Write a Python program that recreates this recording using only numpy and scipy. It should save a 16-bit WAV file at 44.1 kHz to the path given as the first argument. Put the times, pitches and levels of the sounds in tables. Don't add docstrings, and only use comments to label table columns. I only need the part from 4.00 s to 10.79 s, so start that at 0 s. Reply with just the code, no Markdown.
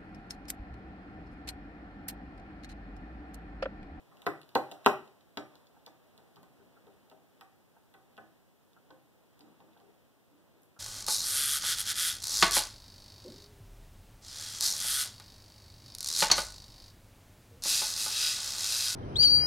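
import sys
import numpy as np
from scipy import signal
from scipy.fft import rfft, irfft, next_fast_len
from scipy.io import wavfile
from scipy.ndimage import uniform_filter1d

SR = 44100
rng = np.random.default_rng(int(sys.argv[2]) if len(sys.argv) > 2 else 0)


def generate_wav(sig):
    pcm = np.round(np.clip(np.atleast_2d(sig).T, -1, 1) * 32767).astype(np.int16)
    wavfile.write(sys.argv[1], SR, pcm)


N = 299439
HZ = np.fft.rfftfreq(next_fast_len(N), 1 / SR)

# f/Hz, level/dB, t60/s
TABLE_MODES = [(107, -1, .12), (138.5, 3.5, 0.4), (160.8, 4.5, 0.18), (200, -11.5, 0.07), (222, -4, 0.062),
               (300, 3.5, 0.14), (324.2, 0.5, 0.18), (342.2, -20.5, .07), (397, 3, 0.14), (460, -7, 0.024),
               (526, -6.5, 0.12), (597.5, 0, .06), (631, 0.5, 0.059), (706, 1, 0.039), (772.4, 8, 0.054),
               (811.6, -0.5, 0.032), (856.5, -5, 0.0085), (1063, -8, 0.039), (1070, -1.5, .05),
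               (1205, 8, 0.038), (1236, 3, 0.051), (1490, 2, 0.034), (1497, -7.5, 0.1),
               (1714.5, -2.5, 0.18), (1780, -8.5, 0.092), (1913, 2.5, 0.061), (2400, -9.5, 0.21),
               (2384, -5, 0.12), (2752, -10.5, 0.0099)]
HARD_DB = -15


def undb(db):
    return 10 ** (np.asarray(db) / 20)


def band(x, hz, width):
    b, a = signal.iirpeak(min(hz, .45 * SR), hz / width, SR)
    return signal.lfilter(b, a, x)


def shape(x, gain):
    spectrum = rfft(x, 2 * len(HZ) - 2)
    return irfft(spectrum * gain)[..., :N]


def ring(hz, db, t60, turn=0, seconds=.4):
    t = np.arange(int(seconds * SR))[:, None] / SR
    decay = 1000. ** (-t / t60)
    modes = undb(db) * np.sin(2 * np.pi * (hz * t + turn)) * decay
    x = modes.sum(axis=1)
    return x / abs(x).max()


def add(out, s, x, lag_ms):
    for port, late in enumerate((-lag_ms / 2000, lag_ms / 2000)):
        i = int((s + late) * SR)
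        out[port, i:i + len(x)] += x[:N - i]


def walk(rate):
    k = int(SR / rate)
    held = np.repeat(rng.standard_normal(N // k + 1), k)
    return 0.43 * uniform_filter1d(uniform_filter1d(held, k), k)[:N]


def steps(rise_ms=0.18, toes=0.485, toe_ms=2.09, lift_octaves=0.18, scatter=0.15):
    # t/s, level/dB, bass share/dB, upper share/dB, favoured f/Hz, its lift/dB
    landings = [(0.115, -56, -7, -2, 980, 9), (0.218, -55.5, 0, 4, 646, 2), (0.266, -19, 2.5, 5, 1030, 2.5),
                (0.556, -14.5, -11.5, -6, 640, 1.5), (0.716, -37.5, 3.5, -6, 607, 11),
                (0.862, -10.5, -8.5, -2.5, 799, -3), (1.372, -28.5, -3.5, -7.5, 728, -0.5),
                (1.87, -46, 3, 0.5, 794, 4.5), (2.186, -51, 4.5, 0, 571, 7),
                (2.368, -43, -3, -3, 145, 19.5), (2.431, -54, -9, -2, 967, 2),
                (2.598, -51, 2, -10.5, 433, 7.5), (2.871, -47, 7.5, -6, 432, 7),
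                (3.114, -48, 1.5, -12, 636, 7), (3.411, -47.5, -5, 7.5, 770, 4.5),
                (3.942, -49, 1.5, 3, 843, 1.5), (4.179, -42.5, -2.5, -1.5, 1400, 8.5),
                (4.904, -46, 3, 1, 515, 12.5), (5.399, -57.5, 0, -5.5, 293.4, 9),
                (5.603, -49.5, 1.5, -9.5, 511, 8), (5.802, -57.5, 4, -0.5, 760, 8)]
    share_hz = (185, 590, 1440)
    spot_db = 2.5
    ring_stretch, stretch_per_db = .55, 0.0347
    scuff_db, scuff_db_per_db = -9, 0.1442
    scuff_ms, scuff_ms_per_db = 24., 0.78
    pad_hz = 800
    out, t = np.zeros((2, N)), np.arange(SR // 4) / SR
    hz, db, t60 = np.transpose(TABLE_MODES)
    chance = rng.standard_normal((len(landings), 3, len(hz)))
    scuffs = rng.standard_normal((len(landings), len(t)))
    for landing, (spot, detune, turn), scuff in zip(landings, chance, scuffs):
        s, level_db, bass_db, upper_db, best_hz, lift_db = landing
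        softer_db = HARD_DB - level_db
        stretch = ring_stretch + stretch_per_db * softer_db
        share_db = np.interp(np.log(hz), np.log(share_hz), (bass_db, 0, upper_db))
        share_db += lift_db * np.exp(-(np.log2(hz / best_hz) / lift_octaves) ** 2)
        share_db += spot_db * spot
        step_t60 = t60 * max(stretch, .1) * np.minimum(pad_hz / hz, 1)
        x = ring(hz * (1 + 0.0057 * detune), db + share_db, step_t60, scatter * turn)
        x = x * (1 - np.exp(-1000 * np.arange(len(x)) / SR / rise_ms))
        fade = np.exp(-1000 * t / (scuff_ms + scuff_ms_per_db * softer_db))
        scuff_gain = undb(scuff_db + scuff_db_per_db * softer_db)
        push = scuff_gain * scuff * fade / np.sqrt((fade ** 2).sum())
        push[[0, int(toe_ms * SR / 1000)]] += 1, toes
        step = signal.fftconvolve(x, push) * undb(level_db)
        add(out, s, step * .4 / x[:400].std(), lag_ms=0.07)
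    return out


def slides(reach_octaves=0.11, lag_ms=.1):
    # t/s, length/s, rms level/dB, favoured f/Hz
    drags = [(5.4, 0.092, -63.5, 342), (5.46, 0.072, -64, 155), (6.3, 0.079, -71, 315),
             (5.8, 0.108, -69, 367), (2.37, 0.066, -59.5, 130)]
    out = np.zeros((2, N))
    for s, length, level_db, best_hz in drags:
        brush = rng.standard_normal(SR // 4)[:int(length * SR)]
        brush = brush * signal.windows.tukey(len(brush), .15)
        brush = np.append(brush, np.zeros(SR // 4))
        hum = 0
        for hz, mode_db, t60 in TABLE_MODES:
            nearness = np.exp(-(np.log2(hz / best_hz) / reach_octaves) ** 2)
            width = np.log(1000) / np.pi / t60
            hum = hum + undb(mode_db) * nearness * band(brush, hz, width)
        add(out, s, undb(level_db) * hum / hum[:int(length * SR)].std(), lag_ms)
    return out


def claws(width_hz=2200.):
    # t/s, level/dB, f/Hz, treble share/dB
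    taps = [(0.17, -52, 2760, -11), (0.219, -42.5, 3160, -4), (0.2618, -34, 3530, -15),
            (0.2659, -25.5, 3400, -5.5), (0.415, -44.5, 3420, -6), (0.4311, -49.5, 3180, -30),
            (0.4902, -51, 3630, -3), (0.5502, -30, 3200, -14), (0.552, -19.5, 3120, -7),
            (0.714, -36, 3400, -7), (0.719, -39.5, 3410, -4), (0.8458, -41.5, 2862, -10),
            (0.8567, -33.5, 3530, -19), (0.8611, -11.5, 3250, -10), (1.0765, -53.5, 3320, -13),
            (1.208, -55.5, 3430, -18), (1.3724, -26.5, 3340, -11), (1.5541, -48, 3750, -8),
            (1.669, -54, 3900, -19), (1.8628, -39, 3930, -4.5), (2.1772, -47.5, 3630, -5),
            (2.359, -50.5, 3920, -7), (2.367, -56, 3200, -19), (2.43, -56, 3880, 6),
            (2.868, -58.5, 3410, -15.5), (3.098, -53.5, 3560, 2), (3.114, -55, 3300, -12.5),
            (3.41, -42, 2880, -3), (3.9396, -50, 3100, -5.5), (4.1674, -52, 3400, -21.5),
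            (4.1774, -48, 3020, -6.5), (4.732, -56, 3560, -8), (4.9053, -49.5, 3330, -30),
            (5.392, -56.5, 3480, 6), (5.407, -48, 3900, -22.5), (5.6032, -54, 3080, -20),
            (5.733, -56.5, 3210, -13.5), (5.7747, -55.5, 3420, -20), (5.8, -57.5, 3200, -20)]
    scratch_ms, scratch_ms_per_db = 1.4, 0.01
    snap_ms = 2.3
    out, t = np.zeros((2, N)), np.arange(1500) / SR
    for s, level_db, hz, treble_db in taps:
        body, snap = rng.standard_normal((2, len(t)))
        ms = scratch_ms + scratch_ms_per_db * (HARD_DB - level_db)
        fade = np.exp(-1000 * t / max(ms, .3)) * (1 - np.exp(-t / .0003))
        body = band(band(fade * body, hz, width_hz), hz, width_hz)
        snap = band(np.exp(-1000 * t / snap_ms) * snap, 11000.0, 12000.)
        scratch = body / abs(body).max() + undb(treble_db) * snap / abs(snap).max()
        add(out, s, undb(level_db) * scratch, lag_ms=.075)
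    return out


def quills():
    # t/s, peak level/dB
    snaps = [(6.3874, -63), (6.6067, -67), (6.62, -50), (6.6328, -49), (6.6444, -61), (6.6564, -58)]
    out, t = np.zeros((2, N)), np.arange(1500) / SR
    for s, level_db in snaps:
        snap = np.exp(-t / .0012) * rng.standard_normal(len(t))
        snap = band(band(snap, 11000.0, 6000.), 11500.0, 6000.)
        add(out, s, undb(level_db) * snap / abs(snap).max(), lag_ms=.05)
    return out


def rustle(grain_db=4.5):
    # t/s, level/dB
    rustle_levels = [(0.0, -91), (0.17, -67), (0.35, -65), (0.5, -69.5), (0.63, -60), (0.8, -64),
                     (1.08, -65.5), (1.25, -81.5), (1.55, -66.5), (1.75, -76), (2.36, -73), (2.61, -87),
                     (2.84, -77.5), (3.52, -82.5), (4.2, -75), (4.52, -89), (5.69, -81), (6.03, -91),
                     (6.79, -86)]
    level_db = np.interp(np.arange(N) / SR, *np.transpose(rustle_levels))
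    out = 0
    # share/dB, centre/Hz, width/Hz
    for share_db, hz, width in ((0, 600., 900.), (-11.5, 3400., 3000.), (-15.5, 11000., 10000.)):
        grains = rng.standard_normal((2, N)) * undb(grain_db * walk(60))
        noise = band(band(grains, hz, width), hz, width)
        out = out + noise / noise.std() * undb(level_db + share_db)
    return out


def clock(first_s=.7665, period_s=.9997, level_db=-52.5, lag_ms=0.034):
    # f/Hz, level in odd ticks/dB, level in even ticks/dB, t60/s
    case_modes = [(850, -1, -9, .025), (1380, -14, -.1, .025), (1550, -4, -5, .02)]
    out = np.zeros((2, N))
    hz, odd_db, even_db, t60 = np.transpose(case_modes)
    for k, s in enumerate(np.arange(first_s, N / SR, period_s)):
        tick = ring(hz, odd_db if k % 2 else even_db, t60)
        tick = np.convolve(tick, np.hanning(30))
        add(out, s, undb(level_db) * tick / abs(tick).max(), lag_ms)
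    return out


def room(x, build_ms=1.3, alike_hz=1205.0, alike_most=.995):
    # delay/ms, level before dulling/dB
    early_echoes = [(4.2, 2), (8.4, 0), (17, -17.5)]
    # f/Hz, t60/s, relative level/dB
    decay_bands = [(130.3, 0.32, -11), (250, .4, -5.5), (492, 0.25, -6), (1040, 0.29, -5.5),
                   (1907, .35, -11), (4200, 0.15, -17.5), (8260, .2, -13.5), (13900, 0.28, -11.5)]
    t = np.arange(SR // 2) / SR
    response = np.zeros((2, len(t)))
    for k, (ms, db) in enumerate(early_echoes):
        late = np.array([k % 2, 1 - k % 2]) * 9
        response[[0, 1], int(ms * SR / 1000) + late] += undb(db)
    response = signal.lfilter(*signal.butter(2, 1620, fs=SR), response)
    response[:, 0] += 1
    for hz, t60, db in decay_bands:
        alike = min(alike_most, 1) * np.exp(-(hz / alike_hz) ** 2)
        mid, side = rng.standard_normal((2, len(t)))
        opposed = side * np.array([[1], [-1]])
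        noise = np.sqrt((1 + alike) / 2) * mid + np.sqrt((1 - alike) / 2) * opposed
        fade = 1000. ** (-t / t60) * (1 - np.exp(-1000 * t / build_ms))
        tail = band(band(noise, hz, hz), hz, hz) * fade
        response += undb(db) * tail / np.sqrt((fade ** 2).sum()) * 2
    return signal.fftconvolve(x, response, axes=1)[:, :N]


def hush(swell_db=-3.0):
    # f/Hz, level per Hz/dB, likeness of the two ports
    hush_levels = [(30.37, -84, .3), (59, -87.5, 0.44), (99, -89.5, 0.95), (174, -91.5, 0.36),
                   (260, -92.5, 0.58), (426, -97.5, 0.35), (707, -102, 0.38), (1140, -108, 0.051),
                   (2400, -112, 0.013), (3400, -115, .01), (4750, -120, .01), (5997, -127, .01),
                   (15000, -132, 0.016)]
    log_hz = np.log(np.array(hush_levels)[:, 0])
    _, db, alike = (np.interp(np.log(HZ + 1), log_hz, c) for c in np.transpose(hush_levels))
    alike = np.clip(alike, 0, 1)
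    mid, side = rng.standard_normal((2, N)) * np.sqrt(SR / 4) * undb(swell_db * walk(3.6))
    mid = shape(mid, undb(db) * np.sqrt(1 + alike))
    side = shape(side, undb(db) * np.sqrt(1 - alike))
    return np.array([mid + side, mid - side])


def scene():
    sources = steps() + slides() + claws() + quills() + clock()
    return room(sources) * undb(-3.0) + rustle() + hush()


def record(dry):
    # f/Hz, level per Hz/dB
    hiss_levels = [(200, -116), (1500, -119), (7000, -118.5), (12000, -118), (15500, -115)]
    steer_share, steer_ms = .95, .4475
    steer_hz = 9000
    delay = np.exp(-2j * np.pi * HZ * steer_ms / 1000)
    steer = steer_share * delay / (1 + (HZ / steer_hz) ** 4)
    hiss_hz, hiss_db = np.transpose(hiss_levels)
    hiss = undb(np.interp(np.log(HZ + 1), np.log(hiss_hz), hiss_db)) * np.sqrt(SR / 2)
    out = dry - shape(dry[::-1], steer) + shape(rng.standard_normal((2, N)), hiss)
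    lift_db = 0.5 * np.exp(-(np.log(HZ / 7900 + 1e-9) / 0.34) ** 2)
    out[1] = shape(out[1], undb(lift_db))
    bass_cut = signal.butter(3, 75, "high", fs=SR, output="sos")
    top_cut = signal.ellip(10, .2, 80, 15550, fs=SR, output="sos")
    return signal.sosfilt(top_cut, signal.sosfilt(bass_cut, out))


dry = scene()
out = record(dry)
generate_wav(out)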